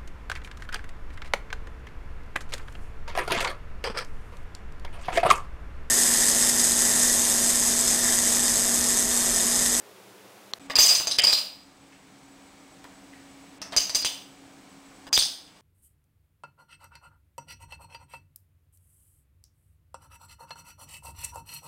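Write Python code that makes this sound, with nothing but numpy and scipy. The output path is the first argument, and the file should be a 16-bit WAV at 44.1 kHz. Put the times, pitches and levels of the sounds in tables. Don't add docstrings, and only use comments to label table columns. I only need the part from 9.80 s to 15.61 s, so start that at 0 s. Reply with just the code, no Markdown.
import sys
import numpy as np
from scipy import signal
from scipy.fft import rfft, irfft
from scipy.io import wavfile
from scipy.ndimage import uniform_filter1d

SR = 44100
rng = np.random.default_rng(int(sys.argv[2]) if len(sys.argv) > 2 else 0)


def dump_mix(stems):
    frames = np.atleast_2d(stems).T
    limited = np.clip(frames, -1, 1)
    pcm = np.round(limited * 32767).astype(np.int16)
    wavfile.write(sys.argv[1], SR, pcm)


def field_ratio(decibels):
    return 10 ** (np.asarray(decibels, dtype=float) / 20)


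N = 256220
TIME = np.arange(N) / SR
BLOW = 2048
PLACES = 4
LAG_S = 0.0008
SCENE_CHANGE_S = 0.792

# (time [s], peak level [dB], second ring against the peak [dB])
FIRST_ROW = [(.899, -28.5, -22), (.9547, -2.5, -13), (.9642, -11, -22), (.9859, -1.5, 0.5),
             (1.0044, -7, 0.5), (1.0178, -17, 16), (1.0294, -21.5, 21), (1.0424, -7.5, -12),
             (1.0546, -10.5, -9), (1.0815, -24.5, 19), (1.0894, -6, -22), (1.1064, -6, -22),
             (1.1194, -15, -20), (1.1494, -9.5, 4.5), (1.271, -13, 4), (1.3117, -15, -10),
             (1.3855, -3.5, -13), (1.3908, -21, -17.5), (1.4364, -6.5, -12), (1.4398, -4.5, -19),
             (1.4691, -4.5, -21.5), (1.4804, -11.5, -8), (1.4936, -7, -22), (1.5234, -11, -16),
             (1.5453, -18.5, -20), (1.5758, -12, -20)]
# (time [s], peak level [dB], second ring [dB], edge tick [dB]),
# the last two against the peak
PUSHED_TILES = [(3.9642, -12.5, 9, 1), (3.9732, -7.5, -0.5, -19), (3.9774, -13.5, 4, -12),
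                (3.9964, -23, -3, 2), (4.025, -24.5, 9.5, -10), (4.1476, -9.5, 5, -3),
                (4.1574, -13, -4, 4.5), (4.1874, -23, -6, 0), (4.2244, -22.5, -3, -5),
                (4.2479, -20.5, 9.5, 1), (4.2579, -21, 1, -9), (5.3289, -6.5, 0.5, -10),
                (5.3414, -20.5, 9, 5), (5.3535, -14.5, 4, 2)]
# (time [s], slap level [dB], boards against the slap [dB])
DULL_TAPS = [(.8986, -37.5, 22.5), (.9049, -18.5, -12), (1.2004, -14.5, -7.5), (1.271, -24, -0.5),
             (1.3063, -23, -13), (3.044, -43, 12), (3.8162, -26.5, 3), (3.9223, -24, 1), (3.9329, -30, 9.5),
             (4.0961, -27, 0.5), (4.2579, -9, -18), (5.2675, -29, 0), (5.675, -39.5, -25),
             (5.76, -42.5, -1)]
# (time [s], peak level [dB], pitch [Hz], edge ring against the peak [dB])
FLAT_LANDINGS = [(1.1494, -12, 4200, -24), (1.3114, -8, 4310, -17), (1.323, -30, 3960, -23),
                 (1.3865, -7.5, 3200, -26), (1.39, -13.5, 2350, -29), (1.419, -10.5, 6400, -18),
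                 (1.5284, -4.5, 4180, -36), (2.1224, -41, 2070, -20), (3.3294, -41, 2200, -16),
                 (3.817, -18.5, 5230, -30), (3.9214, -23.5, 3290, -26), (4.094, -14, 5280, -32),
                 (4.2245, -15.5, 4600, -9), (4.248, -14, 3150, -10.5), (4.2574, -25.5, 2770, -1.5),
                 (5.3326, -13, 5500, -30), (5.3447, -12, 5170, -30), (5.3654, -8.5, 3650, -24),
                 (5.3772, -11.5, 4300, -10), (5.3894, -4, 4600, -12), (5.405, -9, 3950, -24),
                 (5.4232, -6.5, 4720, -30), (5.4495, -19, 4500, -7)]
# (time [s], level [dB])
HEAP_CHATTER = [
    [(0.95, -20), (0.956, -15.5), (0.98, -14), (0.988, -12.5), (1.158, -19.5), (1.24, -40)],
    [(1.43, -41), (1.434, -45), (1.44, -27.5), (1.586, -26), (1.6, -58)],
    [(3.96, -27), (3.974, -28), (3.998, -28), (4.06, -53)],
]
# (time [s], peak level [dB], thump through the floor [dB])
HARD_CONTACTS = [(.899, -19, -61), (0.954, -16, -49), (.986, 3.5, -36), (1.2, -10, -67), (1.271, -10, -72),
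                 (1.385, -1, -75), (1.439, 0, -63), (1.529, 0, -59), (3.042, -25.5, -78), (3.816, -18, -78),
                 (3.964, -0.5, -38.5), (4.095, -11.5, -70), (4.148, -13, -45), (4.224, -15, -65),
                 (4.247, -0.5, -62), (5.267, -43, -56), (5.328, -1, -48), (5.3651, -18, -46),
                 (5.3763, 9.5, -40), (5.4225, -10.5, -53)]

# (pitch [Hz], level [dB], time to fall by 60 dB [s])
TILE_RING = [(4881, 11.5, 0.04), (4760, 4.5, .012), (4933, 8.5, 0.035)]
SECOND_RING = [(6170, 8.5, 0.0084), (5640, -0.5, 0.017), (7020, -14.5, 0.032)]
FACE_SLAP = [(2480, -42.5, 0.012), (2964, 9, 0.01), (3500, 13.5, 0.005), (4020, 10, 0.0057)]
FLOOR_BOARDS = [(670, -4, 0.048), (920, 3.5, 0.0083), (1202, 1, 0.017), (1790, 11.5, 0.0033)]
TILE_EDGE = [(8030, -1, 0.018), (8950, -11, 0.06), (7270, 3, 0.013), (11240, -12.5, 0.0088),
             (12000, -12.5, 0.0036), (12900, -11, 0.0039), (13600, -27, .006), (14700, -11, 0.0054)]
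# (lowest [Hz], highest [Hz])
SCRAPE_BAND = [4500, 8620]
# (band start [Hz], time to fall by 60 dB [s], level [dB])
ROOM_BANDS = [(100, 0.1, -36.5), (496, 0.59, -25.5), (1500, 0.5, -24.5), (3500, 0.44, -26.5),
              (4546, 0.3, -31), (5280, 0.4, -27.5), (6800, 0.39, -31), (12500, 0.48, -16.5)]

# (time [s], level [dB], tones as (pitch [Hz], level [dB], time to fall by 60 dB [s]))
CAMERA_BUTTON = (.7358, -4.5, [(4100, -4.5, 0.0096), (3600, -0.5, 0.0038), (1180, -12, .01),
                 (1890, -5, 0.0034), (5500, -6, 0.0037), (7850, -18.5, 0.0035), (13200, -26, .003)])
# (pitch [Hz], level per Hz [dB])
FIRST_HISS = [(15, -73), (25, -43), (70, -26), (119, -7.5), (161, -21), (194, -2), (261, -19), (283, -7.5),
              (391, -3), (746, -8.5), (1500, -13), (7790, -22.5), (15700, -27)]
# (pitch [Hz], level per Hz [dB])
SECOND_HISS = [(15, -34), (25, -18), (118, -12), (195, -7.5), (226, -16.5), (276, -3), (373, -13),
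               (479, -13.5), (631, -14), (752, -13), (1550, -18.5), (7900, -26.5), (9900, -30),
               (12900, -61), (21800, -120)]
# (time [s], pitch [Hz], level [dB])
MOTOR_HUM = [
    (0.8, 275.6, -51.5),
    (1.01, 275.3, -45.5),
    (1.11, 274.3, -62),
    (1.53, 276.3, -61),
    (1.68, 274.1, -62.5),
    (3.24, 275.7, -53.5),
    (4.4, 275.4, -57.5),
    (5.31, 275.3, -55),
    (5.81, 275.6, -86),
]
# (pitch [Hz], width [Hz], level [dB])
WHINES = [(198.3, 15, -66), (7866, 69, -69.5), (8720, 52, -76.5), (7070, 10, -80.5), (12000, 80, -93.5),
          (15000, 6, -108.5), (2255, 230, -70.5), (753, 52, -69.5)]
# (time [s], change in level [dB])
TURN_DOWNS = [
    (1.5, -7),
    (4.1, -3),
    (5.45, -6),
]
# (start [s], end [s], thinned above
# [Hz], change in level [dB])
THIN_TREBLE = [(0.719, .733, 3200, -11), (0.787, 0.796, 110, -37), (0.868, .895, 3300, -5),
               (.938, 0.951, 3400, -11), (0.97, 0.987, 4200, -12), (1.26, 1.268, 6400, -9),
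               (1.371, 1.38, 2000, -9.5), (1.404, 1.42, 3880, -14), (1.422, 1.436, 3900, -11),
               (3.786, 3.816, 3900, -15), (3.89, 3.913, 2600, -4), (4.225, 4.248, 6400, -13),
               (5.293, 5.323, 1500, -20), (5.367, 5.376, 6800, -7)]


def dominoes():
    places = np.zeros((PLACES, N))
    edge_db = -7
    knocks = [(*row, edge_db) for row in FIRST_ROW] + PUSHED_TILES
    for k, (s, db, second_db, edge_db) in enumerate(knocks):
        add(places[k % PLACES], s + LAG_S, knock(db, -6.5, second_db, -15, edge_db))
    for k, (s, db, boards_db) in enumerate(DULL_TAPS):
        add(places[k % PLACES], s + LAG_S, tap(db, boards_db))
    for k, (s, *settings) in enumerate(FLAT_LANDINGS):
        add(places[k % PLACES], s + LAG_S, landing(*settings))
    for rows in HEAP_CHATTER:
        chatter(places, rows)
    return places


def knock(db, slap_db, second_db, boards_db, edge_db):
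    body = ring(TILE_RING, 0.003, 1.5)
    body = body + field_ratio(second_db) * ring(SECOND_RING, 0.006, 3)
    body = body + field_ratio(slap_db) * ring(FACE_SLAP, 0.05, 3)
    body = body + field_ratio(boards_db) * ring(FLOOR_BOARDS, 0.1, 3)
    body = body + field_ratio(edge_db) * ring(TILE_EDGE, 0.006, 3)
    swell_s = 0.0001
    return -field_ratio(db - 4.5) * body * np.minimum(TIME[:BLOW] / swell_s, 1)


def tap(db, boards_db):
    ring_db, second_db, edge_db = -10.5, -10, -9
    return knock(db + ring_db, -ring_db, second_db - ring_db, boards_db - ring_db, edge_db - ring_db)


def landing(db, hz, edge_db):
    tones = [(hz, 0, 0.009), (0.926 * hz, -3, 0.007), (1.144 * hz, -1.5, 0.007), (1.266 * hz, -4, 0.006)]
    slap = ring(tones, 0.039, 4.5)
    edge = field_ratio(edge_db) * ring([(9090, -6.5, 0.018), (8100, -9, 0.02)], 0, 0)
    scrape = band(rng.standard_normal(BLOW), *SCRAPE_BAND, order=3)
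    scrape = field_ratio(-14) * scrape * np.exp(-TIME[:BLOW] / 0.0028)
    swell = np.minimum(TIME[:BLOW] / 0.00052, 1)
    return field_ratio(db + 2.0) * (slap + edge + scrape) * swell


def chatter(places, rows):
    s, db = np.transpose(rows)
    length_s = s[-1] - s[0]
    knocks = rng.random((int(200 * length_s), 2))
    for k, (moment, size) in enumerate(knocks):
        when = s[0] + moment * length_s
        knock_db = np.interp(when, s, db) - 7 - 3.35 * np.log(size)
        add(places[k % PLACES], when, knock(knock_db, -2.8, -5.0, -17, 5.8))


def ring(tones, detune, scatter_db):
    t = TIME[:BLOW]
    out = np.zeros(BLOW)
    for hz, db, fade_s in tones:
        off_pitch, off_level = rng.standard_normal(2)
        tone = np.sin(2 * np.pi * hz * (1 + detune * off_pitch) * t)
        out += field_ratio(db + scatter_db * off_level) * tone * 1000 ** (-t / fade_s)
    return out / np.abs(out).max()


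def hard_contacts():
    out = np.zeros(N)
    t = TIME[:4096]
    thump = np.sin(2 * np.pi * 28 * t) * np.exp(-t / 0.021) * np.minimum(t / 0.0033, 1)
    for s, db, thump_db in HARD_CONTACTS:
        contact_ms = max(0.052 - 0.0006 * db, 0.02)
        add(out, s + LAG_S, field_ratio(db + 5.0) * crack(contact_ms / 1000))
        add(out, s, field_ratio(thump_db + 2.5) * thump)
    out = out - band(out, 90, 350)
    rounded = signal.butter(1, 11000, fs=SR, output="sos")
    return signal.sosfilt(rounded, out)


def crack(length_s):
    t = TIME[:BLOW] / length_s
    return -(1 - t / 2) * np.exp(-t) * np.minimum(t * 4, 1)


def room(x):
    t = TIME[:SR * 3 // 4]
    tops = [hz for hz, _, _ in ROOM_BANDS[1:]] + [16000]
    tail = np.zeros(len(t))
    for (hz, fade_s, db), top in zip(ROOM_BANDS, tops):
        echoes = band(rng.standard_normal(len(t)), hz, top)
        tail += field_ratio(db) * 1000 ** (-t / fade_s) * echoes
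    onset = np.clip((t - 0.001) / 0.002, 0, 1)
    early = field_ratio(6.5 * np.exp(-(t / 0.014) ** 4))
    return signal.fftconvolve(x, tail * onset * early)[:N]


def button():
    out = np.zeros(N)
    s, db, tones = CAMERA_BUTTON
    add(out, s, -field_ratio(db) * ring(tones, 0, 0) * np.minimum(TIME[:BLOW] / 0.00019, 1))
    return out


def background():
    return np.where(TIME < SCENE_CHANGE_S, first_noise(), second_noise() + motor())


def first_noise():
    hiss = level(coloured(FIRST_HISS), -51) * field_ratio(0.24 * walk(5))
    return hiss + field_ratio(-69) * narrow(195, 25) + field_ratio(-64) * narrow(407.5, 12)


def second_noise():
    treble_db = -39.5
    hiss = coloured(SECOND_HISS[:-2] + [(10200, treble_db), (15700, treble_db + 2.5)])
    hiss = hiss / band(hiss, 400, 2000, order=4).std()
    gain_db = np.full(N, -55.0)
    for s, db in TURN_DOWNS:
        drop = np.clip((TIME - s) / 0.052, 0, 1)
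        gain_db += db * drop * np.exp(-np.abs(TIME - s) / 1.34)
    whines = sum(field_ratio(db + 58.0) * narrow(hz, width) for hz, width, db in WHINES)
    return field_ratio(gain_db) * (field_ratio(0.29 * walk(17)) * hiss + whines)


def motor():
    loudness = curve([(s, db) for s, _, db in MOTOR_HUM])
    return loudness * (1.31 * np.sin(2 * np.pi * 275 * TIME) + 0.12 * narrow(272, 8))


def coloured(points):
    hz, db = np.transpose(points)
    log_hz = np.log(np.fft.rfftfreq(N, 1 / SR) + 1)
    shape = field_ratio(np.interp(log_hz, np.log(hz), db))
    return irfft(rfft(rng.standard_normal(N)) * shape, N)


def narrow(hz, width_hz):
    off = (np.fft.rfftfreq(N, 1 / SR) - hz) / (width_hz / 2)
    return level(irfft(rfft(rng.standard_normal(N)) / (1 + off ** 2), N), 0)


def walk(rate):
    k = int(SR / rate)
    steps = np.repeat(rng.standard_normal(N // k + 1), k)
    return 0.43 * uniform_filter1d(uniform_filter1d(steps, k), k)[:N]


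def curve(rows):
    s, db = np.transpose(rows)
    return field_ratio(np.interp(TIME, s, db, left=-120, right=-120))


def level(x, db):
    return x * field_ratio(db) / np.sqrt(np.mean(x ** 2))


def band(x, low_hz, high_hz, order=2):
    return signal.sosfilt(signal.butter(order, [low_hz, high_hz], "band", fs=SR, output="sos"), x)


def add(out, s, y):
    i = int(s * SR)
    out[i:i + len(y)] += y[:len(out) - i]


def scene():
    tiles, contacts = dominoes(), hard_contacts()
    echoes = sum(room(place) for place in tiles)
    echoes = echoes + room(0.12 * contacts)
    return (tiles.sum(axis=0) + contacts + echoes + button() + background())[None]


def limit(x):
    pole = np.exp(-1 / (0.0014 * SR))
    loud = np.sqrt(signal.lfilter([1 - pole], [1, -pole], x ** 2))
    ratio = 2.2
    return x * np.maximum(loud / field_ratio(-13), 1) ** (1 / ratio - 1)


def thin_treble(x):
    for start, end, hz, db in THIN_TREBLE:
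        a, b = int(start * SR) - 500, int(end * SR) + 500
        inside = (TIME[a:b] > start) & (TIME[a:b] < end)
        gate = uniform_filter1d(inside * 1.0, size=60)
        treble = signal.sosfiltfilt(signal.butter(6, hz, "high", fs=SR, output="sos"), x[a:b])
        x[a:b] -= (1 - field_ratio(db)) * gate * treble
    return x


def top_cut(x):
    return signal.sosfilt(signal.butter(12, 16960, fs=SR, output="sos"), x)


def record(dry):
    x = thin_treble(limit(dry[0]))
    x = np.tanh(0.8 * x) / 0.8
    x = signal.sosfilt(signal.ellip(8, 0.2, 40, 15750, fs=SR, output="sos"), x)
    return top_cut(x[None])


dry = scene()
out = record(dry)
dump_mix(out)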